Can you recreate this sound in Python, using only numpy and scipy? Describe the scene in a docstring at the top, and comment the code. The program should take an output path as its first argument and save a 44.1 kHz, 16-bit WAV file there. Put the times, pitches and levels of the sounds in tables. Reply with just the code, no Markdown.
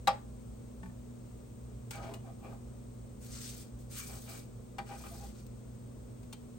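"""In a small kitchen, close to the stove, a stereo pair of microphones hears a plastic spatula at a griddle.
It knocks the rim, slides and scrapes over the metal to gather scrambled egg, and taps it onto a plate.
Blows ring the modes of griddle and plate; slips of the blade shake the same slab and hiss over its coating.
The blade clicks, rasps on crust, whirrs as it flexes, groans when pressed and whistles on its upright edge.
A short tail from cupboards and walls follows, over a low appliance hum and faint room noise."""
import sys
import numpy as np
from scipy import signal
from scipy.fft import rfft, irfft
from scipy.io import wavfile

SR = 44100
rng = np.random.default_rng(int(sys.argv[2]) if len(sys.argv) > 2 else 0)


def dump(signal):
    """Clip the signal to [-1, 1] and save it as 16-bit WAV at the path in sys.argv[1]."""
    limited = np.clip(np.atleast_2d(signal).T, -1, 1)
    pcm = np.round(limited * 32767).astype(np.int16)
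    wavfile.write(sys.argv[1], SR, pcm)


N = 290178
TIME = np.arange(N) / SR
RING_TIME = TIME[:SR // 2]


# blows and rebounds on the griddle: start_s, ring_db, click_db, contact_cutoff_hz, rim (0 flat - 1 rim)
GRIDDLE_BLOWS = [(0.0731, -14, -8, 5200, 1), (0.078, -44, -20, 4800, 1), (1.9084, -61, -19.5, 13100, 0),
                 (2.138, -60, -26, 9000, 0.079), (4.7833, -34, -20.5, 3180, 0), (4.892, -46, -37, 1200, 0),
                 (4.92, -41.5, -33, 1200, 0.16), (5.038, -56, -25, 1500, 0.1), (5.063, -58, -29, 2200, 0.1),
                 (5.145, -53, -35, 1400, 0.17)]


def griddle_taps():
    """Each blow clicks the blade and rings the slab; a softer contact excites less treble."""
    clicks, rings = np.zeros((2, 2, N))
    for start_s, ring_db, click_db, cutoff_hz, rim in GRIDDLE_BLOWS:
        add(rings, start_s, undb(ring_db) * butter(griddle_ring(rim), cutoff_hz, "low"))
        add(clicks, start_s, click(click_db, cutoff_hz))
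    return clicks, rings


# vibration modes of the griddle slab: pitch_hz, t60_s, rim_level_db (struck there), flat_level_db (touched)
GRIDDLE_MODES = [(183.5, 0.16, -23.5, -11), (366, 0.21, -41, -13), (523, 0.17, -17, -16),
                 (568, 0.21, -21.5, -35), (630, 0.15, -17, -11), (675, 0.17, -23, -19.5),
                 (754, 0.12, -26, -23), (798.4, 0.13, -1, 3), (835, 0.16, -13, -21), (903, 0.1, -11.5, -12),
                 (961, 0.14, -26, -9.5), (1020, 0.11, -18, -14.5), (1150, 0.085, -7, -13),
                 (1186, 0.08, -8, -11), (1256, 0.09, -17, -11), (1333, 0.069, -19, -28),
                 (1357, 0.13, -25, -36), (1450, 0.17, -29, -31), (1514, 0.12, -25, -14),
                 (1570, 0.084, -24, -5.5), (1680, 0.076, -14, -7), (1820, 0.089, -18, -8),
                 (1895, 0.12, -25, -19), (1930, 0.081, -21, -9), (2070, 0.11, -33, -15),
                 (2267, 0.076, -19, -9.5), (2375, 0.076, -23, -7.5), (2590, 0.13, -31, -22),
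                 (2838, 0.047, -18, -4.5), (2934, 0.13, -30, -22), (3236, 0.1, -21, -17),
                 (3550, 0.11, -36, -22), (3640, 0.13, -29, -21), (3800, 0.027, -3.5, -24),
                 (3970, 0.12, -35, -21), (4020, 0.021, 0, -26), (4460, 0.09, -27, -11),
                 (4600, 0.17, -35, -19), (5243, 0.08, -28, -23)]
# spectrum of the slab's crowded weak modes: pitch_hz, level_db
WASH_SPECTRUM = [(300, -16), (550, -4), (1000, 5), (2000, 2), (4200, -3), (5200, 3), (6500, -28),
                 (12000, -38)]


def griddle_ring(rim, wash_db=-18, wash_t60=0.15):
    """The slab's answer to a blow: clear modes in a wash of crowded weak ones."""
    crowd = unit(colour(stereo_noise(len(RING_TIME)), WASH_SPECTRUM))
    wash = undb(wash_db) * crowd * fade(wash_t60)
    return wash + struck(GRIDDLE_MODES, rim)


# strokes of the edge over the coating: start_s, length_s, hiss_db, top_treble_lift_db,
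# crust_rasp_db, blade_whirr_db
SLIDE_STROKES = [(1.908, 0.053, -56, 4, -55.5, -54.5), (2.002, 0.048, -59.5, -8, -66, -65),
                 (2.015, 0.014, -68, -8, -55, -62), (3.201, 0.12, -58.5, 5.5, -71.5, -80),
                 (3.298, 0.094, -51, 2, -64, -79), (3.387, 0.12, -49, 3.5, -71, -71),
                 (3.513, 0.11, -56, 5, -70.5, -74), (3.777, 0.019, -63.5, 8, -87, -88),
                 (3.894, 0.063, -51.5, 6, -64, -65), (3.947, 0.049, -47, 7.5, -53.5, -54),
                 (3.976, 0.015, -60, 6, -55, -66), (4.016, 0.082, -53.5, 8.5, -74, -62.5),
                 (4.092, 0.17, -57.5, 8.5, -76, -85), (4.263, 0.13, -55, 7, -75, -65),
                 (4.851, 0.11, -60.5, 4.5, -62.5, -69), (4.963, 0.21, -58.5, 8, -78, -78),
                 (5.142, 0.15, -59.5, 5, -71, -79), (5.33, 0.078, -65, 2, -75, -80)]
# shape of a slide: attack_s, sag_db_per_s, release_t60_s
SLIDE_COURSE = (0.029, -10.5, 0.21)
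# spectrum of the hiss of the edge: pitch_hz, level_db
EDGE_SPECTRUM = [(500, -38), (1200, -11), (1750, -4.5), (2400, -6.5), (3100, -3), (3800, 0), (4700, 3),
                 (5400, 2), (6000, 4), (7000, 3), (7700, 4), (8700, 3.5), (10000, -2), (12000, -12.5),
                 (15500, -9.5)]


def edge_hiss(edge_db=1, flutter_db=0.4):
    """The pebbled coating hisses under the blade's edge, brighter when the blade stands upright."""
    fine = slips(rate=3000, scatter_db=3.5)
    bursts = grains(fine * undb(flutter_db * walk(45)), t60=0.039)
    hiss = undb(edge_db) * unit(patchy(colour(bursts, EDGE_SPECTRUM)))
    sheen = colour(hiss, [(6000, -49), (8500, -10.5), (12000, 5.5), (15500, 6)])
    levels = [(start_s, length_s, db, db + lift_db)
              for start_s, length_s, db, lift_db, *_ in SLIDE_STROKES]
    gain, top_gain = gains(levels, SLIDE_COURSE)
    return gain * hiss + (top_gain - gain) * sheen


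def patchy(x, depth_db=2.0, rate=90):
    """Each part of the edge catches on its own, so neighbouring bands flicker separately."""
    bins, spectrum = np.fft.rfftfreq(N, 1 / SR), rfft(x)
    centres_hz = np.geomspace(1000, 16000, 13)
    out = 0
    for band in np.eye(len(centres_hz)):
        part = irfft(spectrum * np.interp(bins, centres_hz, band), N)
        out = out + part * undb(depth_db * walk(rate))
    return out


# shoves of the flat blade under the egg: start_s, length_s, dull_rub_db, slab_judder_db,
# crust_rasp_db, blade_whirr_db
SHOVE_STROKES = [(1.925, 0.13, -53, -50, -67, -70), (2.02, 0.066, -51, -52, -63, -60.5),
                 (2.095, 0.069, -52, -61, -79, -83), (2.232, 0.073, -58, -60.5, -78, -76),
                 (2.37, 0.058, -65, -74, -83, -84), (2.42, 0.052, -50.5, -55, -67, -60),
                 (2.485, 0.056, -51, -58, -70, -82), (4.075, 0.098, -53, -60.5, -61.5, -66),
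                 (4.255, 0.13, -57, -60, -60, -62), (4.88, 0.066, -61, -48.5, -67, -62),
                 (4.988, 0.023, -62, -50, -78, -55), (5.028, 0.04, -50, -65, -57.5, -64),
                 (5.112, 0.036, -60, -60, -72, -84), (5.18, 0.082, -66, -61, -72, -80)]
# shape of a shove: attack_s, sag_db_per_s, release_t60_s
SHOVE_COURSE = (0.029, -30, 0.094)
# spectrum of the dull rub: pitch_hz, level_db
RUB_SPECTRUM = [(200, -23), (320, 1), (395, 0), (480, -6), (560, -2), (655, 2), (800, -4), (900, -14.5),
                (1100, -8), (1240, -5.5), (1400, -24), (3000, -31)]
# spectrum of the dried crust: pitch_hz, level_db
CRUST_SPECTRUM = [(600, -33), (1200, 9.5), (1700, 7), (2100, 7.5), (2400, -22), (2900, 4), (7000, -37)]


def scrapes(rub_db=-2.0, judder_db=1.0, crust_db=1.0, whirr_db=0.0):
    """Coarse stick-slip thuds in the blade and shakes the slab; dried crust rasps and sets off the whirr."""
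    coarse = slips(rate=1500, scatter_db=3.0)
    rub = undb(rub_db) * unit(colour(grains(coarse, t60=0.06), RUB_SPECTRUM))
    judder = undb(judder_db) * slab(butter(coarse, 1100, "low"))
    crumbs = grains(slips(rate=870, scatter_db=2.5), t60=0.0098)
    rasp = undb(crust_db) * unit(colour(crumbs, CRUST_SPECTRUM))
    bend = undb(whirr_db) * whirr(butter(crumbs, 1550, "high"))

    rub_gain, judder_gain, flat_rasp, flat_whirr = gains(SHOVE_STROKES, SHOVE_COURSE)
    edge_levels = [(start_s, length_s, *levels) for start_s, length_s, _, _, *levels in SLIDE_STROKES]
    edge_rasp, edge_whirr = gains(edge_levels, SLIDE_COURSE)
    rasp_gain = np.hypot(flat_rasp, edge_rasp)
    whirr_gain = np.hypot(flat_whirr, edge_whirr)
    return rub_gain * rub + judder_gain * judder + rasp_gain * rasp + whirr_gain * bend


def slab(releases, shift_db=3.5, rate=22):
    """The griddle rung by a travelling contact: each mode swells and fades as the blade crosses its nodes."""
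    out = 0
    for hz, t60, _, flat_db in GRIDDLE_MODES:
        pole = np.exp((2j * np.pi * hz - np.log(1000) / t60) / SR)
        push = releases * undb(flat_db + shift_db * walk(rate))
        out = out + signal.lfilter([1], [1, -pole], push).imag
    return unit(out)


# pitch of the blade's lower bending resonance as it flexes: time_s, pitch_hz
WHIRR_PITCH = [(1.98, 2280), (2.07, 2300), (2.46, 2390), (3.97, 2350), (4.15, 2310), (4.36, 2285),
               (4.92, 2400)]


def whirr(releases, twin_hz=95, twin_db=-8):
    """The blade's close pair of bending resonances; their pitch shifts as the blade flexes."""
    hz = np.interp(TIME, *np.transpose(WHIRR_PITCH))
    lower = resonance(releases, hz, t60=0.04, waver=0.007, chatter_db=1.5)
    upper = resonance(releases, hz + twin_hz, t60=0.018, waver=0.015, chatter_db=1.5)
    return unit(lower + undb(twin_db) * upper)


# short groans of the pressed blade: start_s, length_s, pitch_hz, level_db
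GROAN_STROKES = [(1.946, 0.068, 800, -54.5), (1.95, 0.07, 1255, -57), (2.039, 0.083, 655, -48),
                 (2.045, 0.1, 805, -55), (2.084, 0.078, 403, -52), (2.25, 0.06, 670, -59.5),
                 (2.43, 0.06, 794, -54.5), (2.48, 0.04, 417, -54), (4.095, 0.081, 747, -62),
                 (5.033, 0.045, 1237, -54), (5.111, 0.04, 690, -59), (5.184, 0.061, 790, -57.5)]
# shape of a groan: attack_s, sag_db_per_s, release_t60_s
GROAN_COURSE = (0.01, -33, 0.1)


def groans():
    """Stick-slip briefly locks onto one low resonance of the blade pressed against the slab."""
    coarse = slips(rate=1200, scatter_db=2.0)
    out = 0
    for start_s, length_s, hz, db in GROAN_STROKES:
        tone = resonance(coarse, hz, t60=0.1, waver=0.012, chatter_db=0.7)
        out = out + gains([(start_s, length_s, db)], GROAN_COURSE) * tone
    return out


# drags in which the upright edge whistles: start_s, length_s, level_db
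SQUEAL_STROKES = [(3.95, 0.42, -66)]


def squeal(hz=7950):
    """A thin whistle of the upright edge as it drags: fine slips ring one high resonance."""
    whistle = resonance(slips(rate=3000, scatter_db=2.5), hz, t60=0.045, waver=0.002, chatter_db=2.5)
    return gains(SQUEAL_STROKES, SLIDE_COURSE) * whistle


# light touches on the plate: start_s, ring_db, click_db, contact_cutoff_hz, rim (0 flat - 1 rim)
PLATE_TOUCHES = [(0.8306, -48.5, -31.5, 2000, 0.97), (0.858, -52.5, -35, 1900, 1),
                 (0.896, -61.5, -48, 1800, 1), (6.23, -73, -40, 9000, 0.23),
                 (6.327, -52.5, -25.5, 10000, 0)]
# modes of the food-laden plate: pitch_hz, t60_s, rim_level_db (touched there), flat_level_db (tapped)
PLATE_MODES = [(184, 0.13, 9.5, 3), (667, 0.11, -8, -13), (880, 0.064, 3, 3), (1119, 0.077, -4, -7),
               (1500, 0.06, -3, -14), (1800, 0.028, 14, -14), (2390, 0.088, -11, -5), (2784, 0.042, -12, 7),
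               (3150, 0.11, -20, -2), (3580, 0.054, -16, 3), (4021, 0.16, -20, -11), (4370, 0.045, -18, 6),
               (5250, 0.034, -22, 6.5), (8850, 0.033, -30, 14)]


def plate_taps():
    """Each touch clicks the blade and rings the plate's own modes."""
    clicks, rings = np.zeros((2, 2, N))
    for start_s, ring_db, click_db, cutoff_hz, rim in PLATE_TOUCHES:
        add(rings, start_s, undb(ring_db) * butter(struck(PLATE_MODES, rim), cutoff_hz, "low"))
        add(clicks, start_s, click(click_db, cutoff_hz))
    return clicks, rings


# spectrum of the blade's click: pitch_hz, level_db
CLICK_SPECTRUM = [(300, 3), (600, 2), (1100, 4), (1700, -2.5), (2500, 0.5), (4000, -2), (4900, -0.5),
                  (5700, -2), (8500, 3.5), (12000, -4.5), (15500, 5)]


def click(db, cutoff_hz, t60=0.047, echo_s=0.0035, echo_db=-2, size_db=-15):
    """The plastic blade's crowded, quickly damped modes, with a first echo off the back of the stove."""
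    blade, echo = (unit(colour(stereo_noise(len(RING_TIME)), CLICK_SPECTRUM)) * fade(t60)
                   for _ in range(2))
    add(blade, echo_s, undb(echo_db) * echo)
    return undb(db + size_db) * butter(blade, cutoff_hz, "low", order=1)


# moments when the blade springs free: start_s, level_db
SPRING_TIMES = [(2.139, -47)]
# modes of the free blade: pitch_hz, t60_s, level_db
BLADE_MODES = [(2894, 0.038, 4), (2894, .04, 0), (4080, 0.04, -1)]


def blade_springs():
    """The blade springs free and rings in its own modes."""
    out = np.zeros((2, N))
    for start_s, db in SPRING_TIMES:
        add(out, start_s, undb(db) * ring(BLADE_MODES))
    return out


# small ticks of the blade: start_s, level_db
TICK_TIMES = [(3.247, -29), (3.567, -26), (3.579, -26), (4.456, -41), (5.402, -40), (5.466, -29.5),
              (5.609, -46)]


def blade_ticks():
    """Thin, short clicks as the blade catches on or leaves the surface."""
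    out = np.zeros((2, N))
    for start_s, db in TICK_TIMES:
        tick = click(db, 16000, t60=0.019, echo_db=-13)
        add(out, start_s, butter(tick, 6000, "high", order=1))
    return out


def kitchen(x, wet_db=-11, t60=0.29, treble_t60=0.099, split_hz=2000, delay_s=0.0032):
    """A short tail from cupboards and walls, in which the treble dies first."""
    noise = rng.standard_normal((2, len(RING_TIME)))
    low = butter(noise, split_hz, "low", order=1)
    high = butter(noise - low, 4800, "low", order=1)
    onset = np.clip(RING_TIME / delay_s - 1, 0, 1)  # silent for delay_s, full after twice that
    tail = (low * fade(t60) + high * fade(treble_t60)) * onset
    return undb(wet_db) * convolve(x, tail / np.sqrt(np.sum(tail ** 2) / 2))


# tones of the hum: pitch_hz, level_db (rms, before it wavers), left_lead_radians
HUM_TONES = [(60, -58, 0), (120, -52, .25), (212.5, -60, 1.3), (240, -56, 1.2)]


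def hum(waver_db=2.0):
    """Mains and motor tones of an appliance, steady in pitch, each wavering slowly in level."""
    out = 0
    for hz, db, lead in HUM_TONES:
        phase = 2 * np.pi * (hz * TIME + rng.random()) + np.array([[lead], [-lead]]) / 2
        out = out + np.sqrt(2) * undb(db + waver_db * walk(2.634)) * np.sin(phase)
    return out


# spectrum of the room noise: pitch_hz, level_db
ROOM_SPECTRUM = [(20, -22), (35, -18), (55, 1), (85, -15.5), (110, -4), (150, -14.5), (220, -13.5),
                 (300, -19), (490, -19), (800, -33), (1200, -35), (1700, -43), (5000, -46), (7000, -41.5),
                 (8600, -37.5), (10000, -46.5), (12000, -56.5), (15500, -43)]


def room_air(db=-51):
    """Steady rumble and faint hiss from filtered noise; the bass is alike on both sides."""
    mid, side = colour(rng.standard_normal((2, N)), ROOM_SPECTRUM)
    side = colour(side, [(60, -50), (110, -13.5), (200, -4.5), (700, 1.5), (8000, -3.5)])
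    return undb(db) * np.array([mid + side, mid - side]) / np.std(mid)


def struck(modes, rim):
    """The ring after a blow between the flat (0) and the rim (1), blending the mode levels in dB."""
    rim = np.clip(rim, 0, 1)
    return ring([(hz, t60, rim * rim_db + (1 - rim) * flat_db) for hz, t60, rim_db, flat_db in modes])


def ring(modes, bloom_s=0.0036):
    """Sum of decaying modes; bending waves take a moment to fill the body."""
    out = 0
    for hz, t60, db in modes:
        out = out + undb(db) * fade(t60) * np.sin(2 * np.pi * (hz * RING_TIME + rng.random()))
    return out[None] * (1 - np.exp(-RING_TIME / bloom_s))


def slips(rate, scatter_db):
    """Random stick-slip releases of uneven size and either sign, on average rate a second."""
    size = undb(scatter_db * np.clip(rng.standard_normal(N), -2, 2)) * rng.choice([-1, 1], N)
    return size * (rng.random(N) < rate / SR)


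def grains(releases, t60):
    """Every release sets off its own brief noise burst, scattered by the stove top."""
    power = convolve(releases ** 2, fade(t60)[None] ** 2)
    return unit(np.sqrt(np.abs(power)) * stereo_noise(N))


def resonance(releases, hz, t60, waver, chatter_db):
    """One resonance rung by uneven bunches of slips; its pitch wavers with the pressure."""
    turn = np.exp(2j * np.pi * np.cumsum(hz * (1 + waver * walk(60))) / SR)
    pole = np.exp(-np.log(1000) / (t60 * SR))
    push = releases * undb(chatter_db * walk(70))
    # ring at zero pitch, then turn up to the moving pitch
    return unit((signal.lfilter([1], [1, -pole], push / turn) * turn).real)


def gains(strokes, shape):
    """One gain curve per dB column: a stroke bites, eases off as the hand slows, and dies away."""
    attack_s, sag_db_per_s, release_t60 = shape
    power = 0
    for start_s, length_s, *levels in strokes:
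        age = np.maximum(TIME - start_s, 0)
        attack = np.minimum(age / attack_s, 1)
        sag = undb(sag_db_per_s * np.minimum(age, length_s))
        release = np.exp(-np.log(1000) * np.maximum(age - length_s, 0) / release_t60)
        power = power + np.outer(undb(levels), attack * sag * release) ** 2
    return np.sqrt(power)


def stereo_noise(size, direct=0.86):
    """Two noises that share a direct part."""
    left, right, shared = rng.standard_normal((3, size))
    return np.array([left, right]) + direct * shared


def walk(rate):
    """Smooth random drift with a spread near 1, through rate random points a second."""
    knots = rng.standard_normal(int(N / SR * rate) + 2)
    return np.interp(TIME * rate, np.arange(len(knots)), knots)


def fade(t60):
    """Exponential decay, 60 dB down after t60 seconds."""
    return np.exp(-np.log(1000) * RING_TIME / t60)


def undb(db):
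    """Decibels to gain."""
    return 10 ** (np.asarray(db) / 20)


def unit(x):
    """Scale to rms 1."""
    return x / np.sqrt(np.mean(x ** 2))


def pan(db):
    """Left and right gains for a level difference."""
    return undb(np.array([[db], [-db]]) / 2)


def colour(x, points):
    """Filter by a spectrum of (pitch_hz, level_db) points."""
    hz, db = np.transpose(points)
    bins = np.maximum(np.fft.rfftfreq(x.shape[-1], 1 / SR), 1)
    response = undb(np.interp(np.log(bins), np.log(hz), db))
    return irfft(rfft(x) * response, x.shape[-1])


def butter(x, hz, kind, order=2):
    """Low-pass or high-pass."""
    sos = signal.butter(order, min(hz, SR / 2 - 1000), kind, fs=SR, output="sos")
    return signal.sosfilt(sos, x)


def convolve(x, response):
    """Pass a sound through a response of one or two channels."""
    return signal.fftconvolve(np.atleast_2d(x), response, axes=1)[:, :N]


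def add(out, start_s, sound):
    """Mix a sound in at a time."""
    start = int(start_s * SR)
    out[:, start:start + sound.shape[1]] += sound[:, :out.shape[1] - start]


def scene(ring_room_db=-7):
    """Rings of griddle and plate are kept drier than the blade's noises and lean slightly left."""
    griddle_clicks, griddle_rings = griddle_taps()
    plate_clicks, plate_rings = plate_taps()
    clicks = griddle_clicks + plate_clicks + blade_springs() + blade_ticks()
    rings = griddle_rings + plate_rings
    blade = clicks + scrapes() + groans() + edge_hiss() + squeal()
    reflected = kitchen(blade + undb(ring_room_db) * rings)
    return blade + rings * pan(1.0) + reflected + hum() + room_air()


# how far the left microphone leads the right: pitch_hz, lead_radians
MIC_LEAD = [(250, 0), (520, .6), (780, -.6), (1000, .2), (1250, -1), (1750, 2.8), (2000, 2), (2200, -.8),
            (2700, .5), (3000, 2.6), (3300, 0), (5300, .3), (5700, 1.4), (6700, .2), (7100, 2.5), (8000, 0)]
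# phase turn by which the recorder spreads the shared treble: pitch_hz, turn_radians
TREBLE_TURN = [(8700, -.4), (9800, -3.1), (10600, -3.3), (11500, -6.2), (12700, -6.6), (13200, -9.4),
               (14200, -9.6), (15100, -12.5)]
# how much more the left microphone hears than the right: pitch_hz, level_db
MIC_LEAN = [(60, 0), (200, -1.5), (380, 2), (800, 1), (1200, 3), (2400, 4.5), (3500, 4), (5000, 2.5),
            (7400, 5), (8300, -2.5), (15000, 1.5)]
# where the recorder cuts the top: cutoff_hz
TOP_CUTOFF_HZ = 15900


def record(dry):
    """The sides differ in level and phase; the recorder shares most treble, spreads it and cuts the top."""
    bins = np.fft.rfftfreq(N, 1 / SR)
    left, right = rfft(dry)
    share = np.interp(bins, (7600, 8400), [0, 0.9])  # the right side takes on the left's treble
    right = right + share * (left - right)
    turn = np.exp(.5j * np.interp(bins, *np.transpose(MIC_LEAD + TREBLE_TURN)))  # half to each side
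    sides = irfft(np.array([left * turn, right / turn]), N)
    leaning = [colour(x, [(hz, sign * db / 2) for hz, db in MIC_LEAN])
               for x, sign in zip(sides, (1, -1))]
    return signal.sosfilt(signal.ellip(10, .2, 80, TOP_CUTOFF_HZ, fs=SR, output="sos"), leaning)


dry = scene()
out = record(dry)
dump(out)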